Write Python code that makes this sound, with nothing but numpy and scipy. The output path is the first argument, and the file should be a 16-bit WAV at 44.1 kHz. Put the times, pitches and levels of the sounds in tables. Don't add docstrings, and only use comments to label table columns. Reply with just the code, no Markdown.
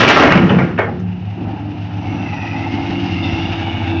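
import sys
import numpy as np
from scipy import signal
from scipy.fft import rfft, irfft
from scipy.io import wavfile
from scipy.ndimage import uniform_filter1d

SR = 44100
rng = np.random.default_rng(int(sys.argv[2]) if len(sys.argv) > 2 else 0)


def file_out(sig):
    cols = np.atleast_2d(sig).T
    lim = np.clip(cols, -1, 1)
    pcm = np.round(lim * 32767).astype(np.int16)
    wavfile.write(sys.argv[1], SR, pcm)


N = 176400

# (time [s], level [dB])
POUR_LEVEL = [(0, -9), (.06, -14.5), (.14, -18), (.2, -11.5), (.29, -13), (.38, -23.5), (.47, -25),
              (.56, -30), (.66, -34.5), (.76, -40), (.9, -49), (1.0, -46.5), (1.2, -64), (1.5, -120)]
GRIT_LEVEL = [(0, -21.5), (.06, -27), (.11, -23.5), (.25, -31), (.36, -37.5), (.45, -45.5), (.6, -45.5),
              (.75, -59), (.95, -64), (1.1, -83)]
EARTH_LEVEL = [(0, -39), (.15, -22), (.28, -19), (.37, -10), (.56, -12.5), (.63, -13.5), (.74, -26),
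               (.95, -28), (1.2, -58), (1.4, -53)]
# (frequency [Hz], relative density [dB])
WALL_SPECTRUM = [(90, -10), (200, -3), (500, 2), (900, 1.5), (1500, -1.5), (2200, -4), (2850, -6.5),
                 (3400, -18.5), (4500, -31.5), (5800, -30.5), (7200, -40)]
SOIL_SPECTRUM = [(45, -27.5), (70, -19.5), (120, 0), (250, -0.5), (380, -2.5), (500, -16.5)]
GRIT_SPECTRUM = [(1000, -32.5), (2800, 1.5), (3600, -5), (4600, -12), (5700, -13), (6500, -31),
                 (7500, -28.5)]
SNAP_SPECTRUM = [(2500, 10), (8000, -13.5), (11000, 1.5), (14000, -5)]
# (frequency [Hz], relative level [dB], T60 [s])
WALL_MODES = [(361, -5, .14), (433, 1, .25), (563, -3, .3), (690, -2, .25), (754, -4, .3), (945, -3, .2),
              (1004, -3, .25), (1145, -6, .2), (1271, -4, .25), (1346, -5, .25), (1415, -3, .3),
              (1599, -4, .3), (1833, -6, .25), (2200, -5, .25)]
LOADED_FLOOR_MODES = [(144.5, -13, 0.53), (179.8, -5.5, 0.24), (219.7, -4.5, 0.085), (250, -3, 0.059),
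                      (332, -5, 0.091), (433.7, -6.5, 0.046)]
# (time [s], level [dB], low-pass corner [Hz], spot resonance [Hz], thud gain [dB])
ROCK_HITS = [(0.077, -9.5, 5100, 2300, -13), (0.097, -9, 5000, 2000, -18), (0.164, -11, 2500, 1400, -34),
             (0.222, -11.5, 1000, 690, -7), (.321, -12.5, 3500, 2600, -8), (0.354, -14, 4000, 2370, -8),
             (0.375, -19, 4000, 2630, -22), (.494, -17.5, 5500, 2800, -8), (0.501, -16.5, 1500, 926, -14),
             (0.587, -18, 2600, 2110, -11), (0.613, -26, 2000, 1410, -5.5), (0.693, -36.5, 2000, 1600, -16),
             (0.779, -26, 3520, 2690, -22.5), (0.786, -15, 2800, 1740, -19), (0.79, -13.5, 900, 425, -23),
             (0.799, -25.5, 2480, 2110, -24), (0.823, -16.5, 500, 450, -20), (0.883, -24, 800, 760, -6)]
# (time [s], level [dB])
SNAP_BURSTS = [(0.083, -21), (0.088, -12), (0.098, -19), (.107, -21), (0.166, -27), (.182, -18),
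               (0.198, -26), (.217, -29), (.326, -30)]
# (time [s], level [dB], frequency [Hz])
CLOD_HITS = [(0.174, -14, 270), (.25, -5, 266.5), (0.281, -10, 298), (.36, -6, 181.7), (.385, -7, 181),
             (.44, -2.5, 178), (.535, -2.5, 186), (.56, -7, 171), (.582, -7.5, 134), (.92, -18, 221)]

# (harmonic number, level [dB])
IDLE_PARTIALS = [(3, -50.5), (4, -36.5), (5, -28.5), (7, -38)]
# (time [s], rate [Hz])
FIRING_RATE = [(0.0, 102.25), (1.0, 101.24), (1.4, 100.27), (1.8, 99.07), (2.1, 97.12), (2.35, 95.86),
               (2.6, 93.3), (2.95, 94.55), (3.2, 92.73), (3.6, 92.66), (4.0, 92.52)]
# (time [s], fundamental [dB], second harmonic [dB], third harmonic [dB])
FIRING_LEVELS = [(0, -33.5, -34.5, -41.5), (1.299, -30.5, -41, -67), (1.6, -38, -57, -36.5),
                 (2.0, -30.5, -35, -34), (2.5, -33.5, -39.5, -30.5), (2.95, -31.5, -31.5, -26.5),
                 (3.201, -26, -33, -33), (3.55, -26.5, -46.5, -52), (4, -25.5, -50, -42)]
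# (time [s], level [dB])
RUMBLE_LEVEL = [(0, -26), (1.33, -37.5), (1.43, -23), (1.58, -32), (1.72, -26.5), (1.92, -33.5),
                (2.12, -23.5), (2.32, -29.5), (2.8, -24), (3.15, -27), (3.36, -23.5), (3.55, -28),
                (4, -24.5)]
GROWL_LEVEL = [(1.0, -42.5), (1.32, -41), (1.46, -35.5), (1.71, -39), (2.18, -33.5), (2.43, -33),
               (2.44, -31.5), (3.26, -32), (3.27, -29.5), (3.95, -32)]
# (frequency [Hz], relative density [dB])
EXHAUST_SPECTRUM = [(25, -29), (45, -16.5), (80, -10), (125, -9), (220, -2.5), (300, -3), (370, -16),
                    (460, -21.5), (800, -27.5)]
GROWL_SPECTRUM = [(300, -5), (480, -9.5), (600, -5.5), (720, 3), (850, 3), (970, -5), (1100, -13),
                  (1300, -9.5), (1700, -14), (2500, -23.5)]
HISS_SPECTRUM = [(900, -9), (1300, -9), (1700, -4), (2200, -4.5), (2750, 3), (3000, -2), (3250, -16),
                 (3600, -14.5), (4300, -34), (6000, -28)]
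SPRAY_SPECTRUM = [(2800, 4), (3500, 5.5), (4200, -0.5), (5000, -2), (5750, -6), (6300, -15.5), (7000, -22),
                  (7600, -33)]
# (time [s], fundamental [dB], octave [dB])
PUMP_LEVELS = [(0, -21, -27.5), (.85, -33, -35.5), (1.05, -21, -42), (1.299, -32.5, -53), (1.9, -31, -70),
               (2.15, -34.5, -40), (2.4, -32, -43.5), (2.75, -41.5, -32), (3.151, -28.5, -30.5),
               (3.55, -44, -28), (4, -54, -29.5)]
# (time [s], hiss [dB], spray [dB])
FLOW_LEVELS = [(1.0, -48, -52.5), (1.06, -40.5, -57), (1.98, -36.5, -48.5), (2.14, -34, -46),
               (3.11, -27, -37.5), (3.23, -29, -39.5), (3.24, -33, -37), (3.29, -28.5, -38),
               (3.88, -27, -44), (3.95, -34, -44)]

# (time [s], level [dB], frequency [Hz], T60 [s])
ARM_KNOCKS = [(1.38, -24.5, 346, 0.27), (2.12, -16.5, 274, 0.12), (3.336, -13.5, 87, 0.17)]
# (time [s], level [dB])
GEAR_GROANS = [(1.494, -34), (1.868, -40), (1.982, -35), (2.061, -33.5), (2.145, -31), (2.344, -27),
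               (2.446, -29.5), (2.56, -26.5), (2.669, -25), (2.792, -24), (2.933, -29), (3.06, -28),
               (3.375, -28), (3.533, -27.5), (3.681, -27), (3.81, -29), (3.875, -30.5)]
# (time [s], lower [Hz], lower level [dB], upper [Hz], upper level [dB])
SLIDING_RESONANCES = [(1.95, 2230, -72, 2788, -62), (2.08, 2210, -36, 2750, -42.5),
                      (2.22, 2140, -43, 2660, -38), (2.38, 1920, -37.5, 2560, -32.5),
                      (2.55, 2007, -34, 2532, -32), (2.75, 2123, -36, 2820, -41.5),
                      (3.0, 2182, -40.5, 2808, -36), (3.3, 2080, -35, 2740, -29),
                      (3.5, 2228, -42, 2827, -33), (3.72, 2260, -34, 2896, -31),
                      (3.86, 2190, -36.5, 2724, -40), (4, 2370, -39, 2630, -29.5)]
# (frequency [Hz], width [Hz], level [dB], onset [s])
STEADY_RESONANCES = [(3536, 420, -40.5, 3.25), (1603, 140, -42.5, 3.5), (1287, 260, -45, 2.09)]
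# (onset [s], duration [s], level [dB], start pitch [Hz], end pitch [Hz])
OIL_WHISTLES = [(1.95, 0.75, -56.5, 5910, 5640), (2.195, 0.56, -58, 5000, 4900),
                (2.948, 0.73, -51, 5020, 4830), (3.252, 0.25, -51.5, 5550, 5710)]

STROKES_PER_FIRING = 1.7843
TIME = np.arange(N) / SR
RING_TIME = TIME[:SR // 2]


def from_db(db):
    return 10 ** (np.asarray(db) / 20)


def unit_rms(x):
    return x / np.sqrt(np.mean(x ** 2) + 1e-20)


def curves(rows):
    times, *columns = np.transpose(rows)
    return [np.interp(TIME, times, column) for column in columns]


def drift(rate_hz):
    step, settle = 40, 2000
    pole = np.exp(-2 * np.pi * rate_hz * step / SR)
    noise = rng.standard_normal(N // step + settle + 2)
    slow = signal.lfilter([1], [1, -2 * pole, pole * pole], noise)[settle:]
    return np.interp(np.arange(N) / step, np.arange(len(slow)), unit_rms(slow))


def colour(x, spectrum):
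    hz, db = np.transpose(spectrum)
    n = len(x)
    octave = np.log2(np.maximum(np.arange(n + 1) * SR / (2 * n), 1))
    points = np.log2(hz)
    outside = np.abs(octave - np.clip(octave, points[0], points[-1]))
    cepstrum = irfft(np.log(from_db(np.interp(octave, points, db) - 24 * outside)))
    cepstrum[1:n] *= 2
    cepstrum[n + 1:] = 0
    return unit_rms(irfft(rfft(x, 2 * n) * np.exp(rfft(cepstrum)))[:n])


def noise_band(hz, width_hz):
    radius = np.exp(-np.pi * width_hz / SR)
    section = [1, 0, -1, 1, -2 * radius * np.cos(2 * np.pi * hz / SR), radius * radius]
    return unit_rms(signal.sosfilt([section, section], rng.standard_normal(N)))


def burst(at_s, rise_s, t60):
    t = TIME - at_s
    return np.exp(-(np.minimum(t, 0) / rise_s) ** 2) * from_db(-60 * np.maximum(t, 0) / t60)


def grains(per_s, spread_db):
    sizes = from_db(spread_db * np.minimum(rng.exponential(1, N), 4)) * rng.choice([-1, 1], N)
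    return unit_rms(sizes * (rng.random(N) < per_s / SR))


def levelled(x):
    return x / np.sqrt(np.abs(uniform_filter1d(x ** 2, size=3000)) + 1e-9)


def modal_response(modes):
    response = sum(rng.choice([-1, 1]) * from_db(db - 60 * RING_TIME / t60)
                   * np.sin(2 * np.pi * hz * RING_TIME) for hz, db, t60 in modes)
    return unit_rms(response) / np.sqrt(len(RING_TIME))


def excite(force, response):
    return signal.fftconvolve(force, response)[:N]


def wall_response(crack_t60=.014, wash_t60=.31):
    n = len(RING_TIME)
    crack, wash = (colour(rng.standard_normal(n) * from_db(-60 * RING_TIME / t60), WALL_SPECTRUM)
                   for t60 in (crack_t60, wash_t60))
    ring = from_db(-3.5) * unit_rms(modal_response(WALL_MODES))
    return unit_rms(crack + wash + ring) / np.sqrt(n)


def floor_boom(impacts, low_cut_hz=109):
    bass_cut = signal.butter(2, low_cut_hz, "high", fs=SR, output="sos")
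    return signal.sosfilt(bass_cut, excite(impacts, modal_response(LOADED_FLOOR_MODES)))


def falling_load():
    (pour_db,), (grit_db,), (earth_db,) = map(curves, (POUR_LEVEL, GRIT_LEVEL, EARTH_LEVEL))
    stones = sum(excite(grains(per_s=100, spread_db=3), wall_response()) for _ in range(4))
    soil = colour(grains(per_s=470, spread_db=1.5), SOIL_SPECTRUM)
    grit = colour(grains(per_s=7100, spread_db=1), GRIT_SPECTRUM)
    earth = floor_boom(grains(per_s=180, spread_db=1))
    return (from_db(pour_db + 3.5) * levelled(stones)
            + from_db(.48 * pour_db - 11) * levelled(soil)
            + from_db(grit_db + 5.5) * grit
            + from_db(earth_db) * levelled(earth))


def tone(cycles, rms_db, waver_db=1.5):
    return np.sqrt(2) * from_db(rms_db + waver_db * drift(2.2)) * np.cos(2 * np.pi * cycles)


def truck_idle(base_hz=21.086):
    return sum(tone(order * base_hz * TIME, db) for order, db in IDLE_PARTIALS)


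def harmonics(cycles, levels, flutter_db=2.5):
    fundamental_db, *overtone_dbs = curves(levels)
    return tone(cycles, fundamental_db) + sum(tone(order * cycles, db + flutter_db * drift(6.5))
                                              for order, db in enumerate(overtone_dbs, start=2))


def excavator_diesel(firings):
    (rumble_db,), (growl_db,) = curves(RUMBLE_LEVEL), curves(GROWL_LEVEL)
    tones = harmonics(firings, FIRING_LEVELS)
    puffs = 1 + .068 * np.cos(2 * np.pi * firings)
    crank_turns = firings / 3
    throb = (1 + .4 * np.cos(2 * np.pi * crank_turns)) * from_db(1.5 * drift(8))
    exhaust = levelled(colour(rng.standard_normal(N) * puffs, EXHAUST_SPECTRUM))
    growl_gain = from_db(growl_db + .5 + 1.3 * drift(26))
    growl = colour(rng.standard_normal(N) * puffs, GROWL_SPECTRUM)
    return tones + from_db(rumble_db - 1) * throb * exhaust + growl_gain * growl


def hydraulics(strokes):
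    whine = harmonics(strokes, PUMP_LEVELS)
    hiss_db, spray_db = curves(FLOW_LEVELS)
    ripple = (1 + .12 * np.cos(2 * np.pi * strokes)) * from_db(1.5 * drift(27))
    hiss = from_db(hiss_db - 5.5) * colour(rng.standard_normal(N) * ripple, HISS_SPECTRUM)
    spray = from_db(spray_db - 1) * colour(rng.standard_normal(N) * ripple, SPRAY_SPECTRUM)
    return whine + hiss + spray


def rocks(attack_s=.0022, crumble_s=.008):
    clanks, thuds = np.zeros(N), np.zeros(N)
    chips = grains(per_s=2000, spread_db=2)
    for at_s, db, corner_hz, spot_hz, thud_db in ROCK_HITS:
        crumbling = np.exp(-np.abs(TIME - at_s) / np.where(TIME < at_s, attack_s, crumble_s))
        contact = unit_rms(chips * crumbling) * from_db(db - 22)
        pole = np.exp(-2 * np.pi * corner_hz / SR)
        wall = signal.lfilter([1 - pole], [1, -pole], wall_response())
        spot = signal.lfilter(*signal.iirpeak(spot_hz, Q=3.5, fs=SR), wall)
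        clanks += excite(contact, wall + from_db(5) * spot)
        thuds += contact * from_db(thud_db)
    return clanks + floor_boom(thuds)


def bright_snaps():
    envelope = sum(from_db(db) * burst(at_s, rise_s=.001, t60=.04) for at_s, db in SNAP_BURSTS)
    return envelope * colour(rng.standard_normal(N), SNAP_SPECTRUM)


def thump(at_s, db, hz, rise_s, t60):
    return from_db(db) * burst(at_s, rise_s, t60) * np.sin(2 * np.pi * hz * (TIME - at_s))


def clods():
    return sum(thump(at_s, db, hz, rise_s=.008, t60=.22) for at_s, db, hz in CLOD_HITS)


def pebble():
    return from_db(-56) * burst(at_s=1, rise_s=.004, t60=.083) * noise_band(6000, width_hz=1500)


def boom_swing(groan_half_width_s=.018):
    knocks = sum(thump(at_s, db, hz, rise_s=.005, t60=t60) for at_s, db, hz, t60 in ARM_KNOCKS)
    squeak_gain = from_db(-23) * burst(at_s=3.243, rise_s=.01, t60=.12)
    squeak = squeak_gain * levelled(noise_band(3580, width_hz=100))
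    swells = sum(from_db(db) * np.exp(-((TIME - at_s) / groan_half_width_s) ** 2)
                 for at_s, db in GEAR_GROANS)
    groans = swells * levelled(noise_band(820, width_hz=130))
    return knocks + groans + squeak


def sliding_band(hz, width_hz):
    low_pass = signal.butter(2, width_hz / 2, fs=SR, output="sos")
    in_phase, quadrature = signal.sosfilt(low_pass, rng.standard_normal((2, N)))
    phase = 2 * np.pi * np.cumsum(hz) / SR
    return unit_rms(in_phase * np.cos(phase) + quadrature * np.sin(phase))


def valve_song(strokes, opening_s=.041):
    lower_hz, lower_db, upper_hz, upper_db = curves(SLIDING_RESONANCES)
    song = from_db(lower_db) * sliding_band(lower_hz, width_hz=115)
    song += from_db(upper_db) * sliding_band(upper_hz, width_hz=150)
    for hz, width_hz, db, onset_s in STEADY_RESONANCES:
        opening = np.clip((TIME - onset_s) / opening_s, 0, 1)
        song += from_db(db) * opening * noise_band(hz, width_hz)
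    rasp = 1 + .25 * np.cos(2 * np.pi * strokes)
    return song * rasp * from_db(1.3 * drift(25))


def oil_whistles():
    whistles = np.zeros(N)
    for onset_s, length_s, db, start_hz, end_hz in OIL_WHISTLES:
        progress = np.clip((TIME - onset_s) / length_s, 0, 1)
        swell = np.sqrt(np.abs(np.sin(np.pi * progress)))
        hz = start_hz + (end_hz - start_hz) * progress
        whistles += from_db(db) * swell * sliding_band(hz, width_hz=200)
    return whistles


def scene():
    firings = np.cumsum(curves(FIRING_RATE)[0]) / SR
    strokes = STROKES_PER_FIRING * firings
    load = falling_load() + rocks() + clods() + bright_snaps() + pebble()
    engines = truck_idle() + excavator_diesel(firings)
    oil = hydraulics(strokes) + valve_song(strokes) + oil_whistles()
    return (load + engines + oil + boom_swing())[None]


def record(dry, ceiling=.84, shelf_hz=6900, shelf_db=-27, cutoff_hz=15267):
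    rounded = dry / (1 + (dry / ceiling) ** 4) ** (1 / 4)
    dull = signal.sosfilt(signal.butter(12, shelf_hz, fs=SR, output="sos"), rounded)
    shelved = dull + from_db(shelf_db) * rounded
    return signal.sosfilt(signal.butter(12, cutoff_hz, fs=SR, output="sos"), shelved)


dry = scene()
out = record(dry)
file_out(out)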